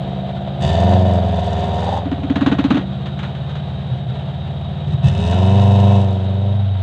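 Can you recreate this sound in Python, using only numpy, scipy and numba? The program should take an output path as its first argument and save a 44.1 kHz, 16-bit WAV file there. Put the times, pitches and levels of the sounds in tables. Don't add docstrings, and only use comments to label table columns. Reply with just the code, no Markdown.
import sys
import numpy as np
from scipy import signal
from scipy.fft import rfft, irfft
from scipy.io import wavfile
from scipy.ndimage import uniform_filter1d
from numba import njit

SR = 44100
rng = np.random.default_rng(int(sys.argv[2]) if len(sys.argv) > 2 else 0)


def dump(signal):
    limited = np.clip(np.atleast_2d(signal).T, -1, 1)
    pcm = np.round(limited * 32767).astype(np.int16)
    wavfile.write(sys.argv[1], SR, pcm)


N = 300881
TIME = np.arange(N) / SR


def from_db(db):
    return 10 ** (np.asarray(db) / 20)


def rms_one(x):
    return x / np.sqrt(np.mean(x ** 2) + 1e-20)


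def in_time(rows):
    return np.interp(TIME, *np.transpose(rows))


def evened(x, size=5000):
    return x / np.sqrt(uniform_filter1d(uniform_filter1d(x ** 2, size), size) + 1e-12)


def filtered(x, order, hz, kind="low"):
    return signal.sosfilt(signal.butter(order, hz, kind, fs=SR, output="sos"), x)


def delayed(x, lag_s):
    return np.interp(TIME - lag_s, TIME, x, left=0)


def clicks(times, heights):
    samples = np.round(np.asarray(times) * SR).astype(int)
    return np.bincount(np.clip(samples, 0, N - 1), heights, N)


def fade(hits, decay_s):
    return signal.lfilter([1], [1, -np.exp(-1 / (decay_s * SR))], hits + 1e-18)


def lagged(x, lag_s):
    return x[0] + (1 - np.exp(-1 / (lag_s * SR))) * fade(x - x[0], lag_s)


def drift(rate_hz, step=40):
    r = np.exp(-2 * np.pi * step * rate_hz / SR)
    slow = signal.lfilter([1], [1, -2 * r, r * r], rng.standard_normal(N // step + 2002))[2000:]
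    return np.interp(np.arange(N) / step, np.arange(len(slow)), rms_one(slow))


def noise(spectrum, envelope=1, size=4096):
    hz, db = np.transpose(spectrum)
    grid = np.maximum(np.fft.rfftfreq(size, 1 / SR), 1)
    gain = from_db(np.interp(np.log(grid), np.log(hz), db))
    cepstrum = irfft(np.log(gain))
    response = irfft(np.exp(rfft(2 * cepstrum[:size // 2], size)))
    white = envelope * rng.standard_normal(N)
    return signal.fftconvolve(white, response / np.linalg.norm(response))[:N]


def resonate(x, hz, width_hz):
    r = np.exp(-np.pi * width_hz / SR)
    poles = [1, -2 * r * np.cos(2 * np.pi * hz / SR), r * r]
    return signal.lfilter(np.array([1, 0, -1]) * (1 - r * r) / 2, poles, x + 1e-18)


@njit
def moving_resonance(x, hz, width_hz):
    r = np.exp(-np.pi * width_hz / SR)
    turn = 2 * np.pi * hz / SR
    y = np.zeros(len(x))
    for i in range(2, len(x)):
        y[i] = x[i] - x[i - 2] + 2 * r * np.cos(turn[i]) * y[i - 1] - r * r * y[i - 2]
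    return y


def ringing(drive, modes):
    return evened(sum((-1) ** k * from_db(db) * resonate(drive, hz, width)
                      for k, (hz, width, db) in enumerate(modes)))


def swell(hits, hz, rise_s):
    t = TIME[:SR // 4]
    age = (t / rise_s) ** 2
    return signal.fftconvolve(hits, age * np.exp(1 - age) * np.sin(2 * np.pi * hz * t))[:N]


def puffs(pulses, rough, puff_s):
    return pulses + rough * fade(pulses, puff_s) * rng.standard_normal(N)


def bank_echoes(x, echo_db=-12.5, dull_hz=3000):
    dull = filtered(x, 1, dull_hz)
    return x + from_db(echo_db) * sum(delayed(dull, lag_s) for lag_s in (.0073, .0168, .029))


# frequency_hz, level_db
CONTACT_COLOUR = [(30, -38), (200, 20.5), (450, 4.5), (900, 1.5), (1450, 1), (2100, -8), (2900, -5.5),
                  (3800, -5.5), (4300, -15.5), (5300, -31), (6400, -27), (8400, -40), (10500, -53.5),
                  (15500, -60)]
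# time_s, level_db
GRIT_LEVEL = [(0, -62), (2.0, -57), (2.5, -49), (2.9, -47), (3.3, -44), (3.7, -50), (4.2, -62)]
# start_s, level_db
STONE_CRACKS = [(3.058, -19.5), (3.19, -17.5), (3.23, -18.5), (3.254, -38), (3.349, -25), (3.493, -23.5),
                (3.553, -21.5), (3.969, -34), (5.325, -18)]


def stones(grains_per_s=220, crack_db=-3, thin_hz=1500, ring_hz=1750, ring_db=-8):
    start_s, level_db = np.transpose(STONE_CRACKS)
    grains = (rng.random(N) < grains_per_s / SR) * from_db(2 * np.minimum(rng.exponential(1, N), 3))
    grit = rms_one(fade(grains, decay_s=.0085)) * from_db(in_time(GRIT_LEVEL))
    hits = clicks(start_s, from_db(level_db + crack_db))
    cracks = filtered(noise(CONTACT_COLOUR, fade(hits, decay_s=.026)), 1, thin_hz, "high")
    ring = from_db(ring_db) * resonate(cracks, ring_hz, width_hz=400)
    return noise(CONTACT_COLOUR, grit) + cracks + ring


# frequency_hz, level_db
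CLATTER_COLOUR = [(300, 6), (700, 13), (1100, 0.5), (1600, -1.5), (2200, -7), (2700, -5), (3150, 0),
                  (3850, -1.5), (4200, -11), (4800, -18.5), (5300, -27), (8200, -31), (10000, -44.5),
                  (15500, -45.5)]


def engine_bay(throttle, climbed, clatter_db=3.5, whine_hz=3770, width_hz=130):
    level_db = -39.5 + 7.5 * throttle ** 2 - climbed
    whine_db = -12 + 4 * climbed
    narrow = resonate(rng.standard_normal(N), whine_hz, width_hz)
    whine = rms_one(resonate(narrow, whine_hz, width_hz))
    flicker = rms_one(from_db(1.4 * drift(45)))
    clatter = noise(CLATTER_COLOUR, flicker * from_db(level_db + clatter_db))
    return clatter + from_db(level_db + whine_db) * whine


# start_s, thud_db, clack_db
DRIVETRAIN_KNOCKS = [(2.054, -14, -33), (2.114, -12, -27), (2.177, -20, -37), (2.233, -12, -30),
                     (2.298, -6, -25), (2.357, -10, -20), (2.409, -5, -22), (2.462, -5, -16),
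                     (2.515, -8, -20), (2.585, -4.5, -19), (2.641, -3.5, -20), (2.704, -2.5, -17),
                     (2.744, -4.5, -24), (2.771, -11, -24)]
# pitch_hz, level_db, rise_s
CHASSIS_MODES = [(274, -1, .014), (246, -17, .018), (318, -18, .011)]
# pitch_hz, width_hz, level_db
DRIVETRAIN_MODES = [(930, 32, -14.5), (1230, 68, -7), (1550, 34, -22), (1884, 6.7, 5), (3130, 110, -17),
                    (3760, 120, -24)]


def judder(clack_s=.024, rattle_db=-35, rattle_s=.07, ring_db=-27):
    start_s, thud_db, clack_db = np.transpose(DRIVETRAIN_KNOCKS)
    thuds = clicks(start_s, from_db(thud_db + .5))
    body = sum(from_db(db) * swell(thuds, hz, rise_s) for hz, db, rise_s in CHASSIS_MODES)
    hits = clicks(start_s, from_db(clack_db + 3.5))
    envelope = fade(hits, clack_s) + from_db(rattle_db) * fade(hits, rattle_s)
    contact = noise(CONTACT_COLOUR, from_db(2 * drift(220)) * envelope)
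    ring = sum(from_db(db) * resonate(hits, hz, width) * SR / (2 * np.pi * width)
               for hz, width, db in DRIVETRAIN_MODES)
    return body + contact + from_db(ring_db) * ring


# start_s, level_db
EXHAUST_COUGHS = [(0.588, -19), (3.91, -11), (4.078, -14), (4.867, -16), (4.925, -10.5), (4.972, -18),
                  (5.035, -6.5), (5.11, -17)]


def coughs(ring_hz=130, rise_s=.019):
    start_s, level_db = np.transpose(EXHAUST_COUGHS)
    return swell(clicks(start_s, from_db(level_db)), ring_hz, rise_s)


# down_s, up_s, opening_share, snarl_hz, hardness_db
PEDAL_PRESSES = [(0.024, 0.215, 0.26, 684, 0.1), (0.588, 0.962, 0.92, 664, -1.2),
                 (0.973, 1.185, 0.75, 632, -1.8), (1.198, 1.335, 0.68, 670, -2),
                 (1.32, 1.797, .74, 697, 0.5), (1.767, 1.973, 0.81, 794, 4), (4.85, 4.934, 0.44, 645, -5.5),
                 (5.02, 5.085, 0.95, 650, -6.5), (5.09, 5.189, 0.69, 650, -3),
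                 (5.185, 5.982, 0.87, 664, 0.4), (5.987, 6.127, 0.48, 634, 0.8), (6.12, 6.52, 0.31, 597, 1)]


def pedal(open_s=.016, shut_s=.053, idle_snarl_hz=664.0, glide_s=.05):
    opening, snarl_hz, hard_db = np.zeros(N), np.full(N, idle_snarl_hz), np.zeros(N)
    for down_s, up_s, share, hz, db in PEDAL_PRESSES:
        held = (TIME >= down_s) & (TIME < up_s)
        opening[held], snarl_hz[held], hard_db[held] = share, hz, db
    throttle = np.maximum(lagged(opening, open_s), lagged(opening, shut_s))
    return np.maximum(throttle, 0), lagged(snarl_hz, glide_s), lagged(hard_db, glide_s)


# phase_cycles, level_db
FIRING_ORDER = [(.005, 9), (.245, 11.5), (.495, 5), (0.75, 7.5)]


def firings(cycle, idling, scatter_db=.6, jitter_s=.00002):
    phase, level_db = np.transpose(FIRING_ORDER)
    turns = np.arange(int(cycle[-1]) + 1)
    times = np.interp((turns[:, None] + phase).ravel(), cycle, TIME)
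    uneven = 1 + np.interp(times, TIME, idling)
    late, strong = uneven * rng.standard_normal((len(times), 2)).T
    heights = from_db(np.tile(level_db, len(turns)) + scatter_db * strong)
    return clicks(times + jitter_s * late, (times < TIME[-1]) * heights)


# frequency_hz, level_db
JET_COLOUR = [(900, -9), (1400, -19.5), (1850, 10), (2200, -40), (2800, 1), (3700, -8), (4300, -7.5),
              (5300, -9), (6800, -12), (8400, -14.5), (9400, -27), (12000, -38.5), (14000, -38),
              (15500, -51)]
# pitch_hz, width_hz, near_db, far_db
SHELL_MODES = [(1796, 52, 4, -1.5), (2622, 48, -0.5, 6), (2947, 37, 4, 6.5), (3530, 88, 6, 0.5),
               (3800, 230, -4.5, -3.5), (4620, 37, -0.5, -27), (4950, 110, -14, -12),
               (5820, 120, -20, -12.5), (6340, 110, -12, -12.5), (7220, 59, -11, -11.5),
               (8200, 100, -19.5, -12)]


def rasp(cycle, pulses, throttle, climbed, settle_s=.2, tube_hz=720, hiss_db=-6, top_hz=8500):
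    snap = np.maximum(throttle - lagged(throttle, settle_s), 0)
    level = from_db(-63.5) + from_db(-37.5 + 9 * snap) * throttle ** 2.4
    pulsing_db = 4.5 * np.cos(8 * np.pi * (cycle - .17))
    jet = noise(JET_COLOUR, level * rms_one(from_db(pulsing_db + 3.5 * drift(45))))
    hollow = jet + .4 * delayed(jet, 1 / tube_hz) + .2 * delayed(jet, 2 / tube_hz)
    modes = [(hz, width, near + (far - near) * climbed) for hz, width, near, far in SHELL_MODES]
    shell = level * ringing(puffs(pulses, rough=.04, puff_s=.003), modes)
    return from_db(hiss_db) * hollow + filtered(delayed(shell, .004), 8, top_hz)


# pitch_hz, width_hz, level_db
LOWER_PIPE_MODES = [(375, 40, -11), (482, 40, -8), (600, 60, -5), (750, 50, 0)]
# pitch_hz, width_hz, level_db
UPPER_PIPE_MODES = [(883, 5.6, 7), (940, 80, 4.5), (1057.4, 22.3, 0.5), (1248, 51, -31), (1430, 43, -15)]


def bark(cycle, pulses, speed, throttle, climbed, snarl_hz, idle_speed=18, tuned_speed=22.02,
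         lope_db=6, band_hz=(300, 1700)):
    drive = puffs(pulses, rough=.012, puff_s=.005)
    tuned = np.exp(-((speed - tuned_speed) / .9) ** 2)
    lope = from_db(lope_db * np.cos(2 * np.pi * (cycle - .13 + .23 * tuned)))
    snarl = from_db(-2.5 + 3.5 * tuned) * evened(lope * moving_resonance(drive, snarl_hz, width_hz=55))
    lower = from_db(-3 - tuned) * ringing(drive, LOWER_PIPE_MODES)
    upper = from_db(-20 + 10 * throttle + 6.5 * climbed) * ringing(drive, UPPER_PIPE_MODES)
    load_db = throttle * (10 + 1.3154 * (speed - idle_speed))
    level_db = -33.5 + load_db - 9 * climbed
    return from_db(level_db) * filtered(lower + snarl + upper, 2, band_hz, "band")


def boom_level(speed, throttle, build_speed=20, drag_s=.13):
    start_s, thud_db, _ = np.transpose(DRIVETRAIN_KNOCKS)
    drag_db = lagged(fade(clicks(start_s, from_db(thud_db) ** 2), drag_s), lag_s=.053)
    return -23.5 + 1.85 * np.maximum(speed - build_speed, 0) + 8 * throttle ** 2 + drag_db


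BOOM_SPEEDS = [17.3, 18.3, 20, 22.8, 24.6]
# multiple_of_cycle_rate, then level_db at each of the BOOM_SPEEDS
BOOM_ORDERS = [(4, -10.5, -1.5, 0, -4, 0.5), (5, -8.5, 2, -0.5, -13.5, -7.5),
               (6, -16.5, -22, -44.5, -18, -35.5), (7, -7, 5.5, -7, -29.5, -34.5),
               (8, 1, 6.5, -8.5, -12.5, -6), (9, -26, -18.5, -5, -11, -23),
               (10, -15.5, -0.5, -11.5, -31.5, -47.5), (11, 0.5, -6.5, -12.5, -34.5, -55),
               (12, -12.5, -16.5, -22, -25.5, -31.5), (13, -15.5, -29.5, -27, -37, -32),
               (16, -20, -36.5, -33, -21.5, -18.5), (20, -15.5, -18, -10.5, -21.5, -22.5)]
# frequency_hz, level_db
RUMBLE_COLOUR = [(20, -48), (45, -28), (65, -13), (90, -5.5), (130, 26), (190, 28.5), (260, 12),
                 (400, -38.5)]


def boom(cycle, speed, throttle, idling, coast_db_per_octave=-11):
    coasting = (1 - idling) * np.clip(1 - throttle / .38, 0, 1)
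    tones = np.zeros(N)
    for order, *levels_db in BOOM_ORDERS:
        waver_db = (.6 + .9 * idling) * drift(7)
        waver_phase = (.05 + .17 * idling) * drift(7)
        coast_db = coast_db_per_octave * coasting * np.log2(order / 4)
        level_db = np.interp(speed, BOOM_SPEEDS, levels_db) + waver_db + coast_db
        smear = (.2247 + .13 * idling * (order < 12)) * (order - 6) ** 2
        tones += from_db(level_db) * np.sin(2 * np.pi * order * (cycle - .62) + smear + waver_phase)
    rumble = from_db(-22 + 5.9 * idling) * noise(RUMBLE_COLOUR)
    return from_db(boom_level(speed, throttle)) * (evened(tones) + rumble)


# time_s, cycles_per_s
ENGINE_SPEED = [(0.0, 17.12), (0.62, 17.7), (0.79, 21.38), (0.99, 23.24), (1.4, 20.23), (1.74, 19.78),
                (2.01, 21.07), (2.17, 19.41), (2.81, 17.22), (3.5, 18.32), (4.09, 17.9), (4.58, 18.84),
                (5.09, 18.33), (5.39, 23.05), (5.56, 24.5), (5.95, 24.72), (6.2, 23.44), (6.58, 24.95),
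                (6.82, 23.39)]
# time_s, climbed_share
SLOPE_PROGRESS = [(1.9, 0), (3.2, 1)]


def scene():
    speed, climbed = in_time(ENGINE_SPEED), in_time(SLOPE_PROGRESS)
    throttle, snarl_hz, hard_db = pedal()
    hardness = from_db(hard_db)
    cycle = np.cumsum(speed) / SR
    idling = np.clip(21.5 - speed, 0, 1)
    pulses = firings(cycle, idling)
    low = boom(cycle, speed, throttle, idling) / hardness
    pipe = hardness * bark(cycle, pulses, speed, throttle, climbed, snarl_hz)
    bright = pipe + rasp(cycle, pulses, throttle, climbed) + engine_bay(throttle, climbed) + stones()
    return (low + coughs() + judder() + bank_echoes(bright))[None]


def record(dry, ceiling=.92, cutoff_hz=15760):
    rounded = dry / (1 + (dry / ceiling) ** 8) ** (1 / 8)
    return signal.sosfilt(signal.cheby2(12, 70, cutoff_hz, fs=SR, output="sos"), rounded)


dry = scene()
out = record(dry)
dump(out)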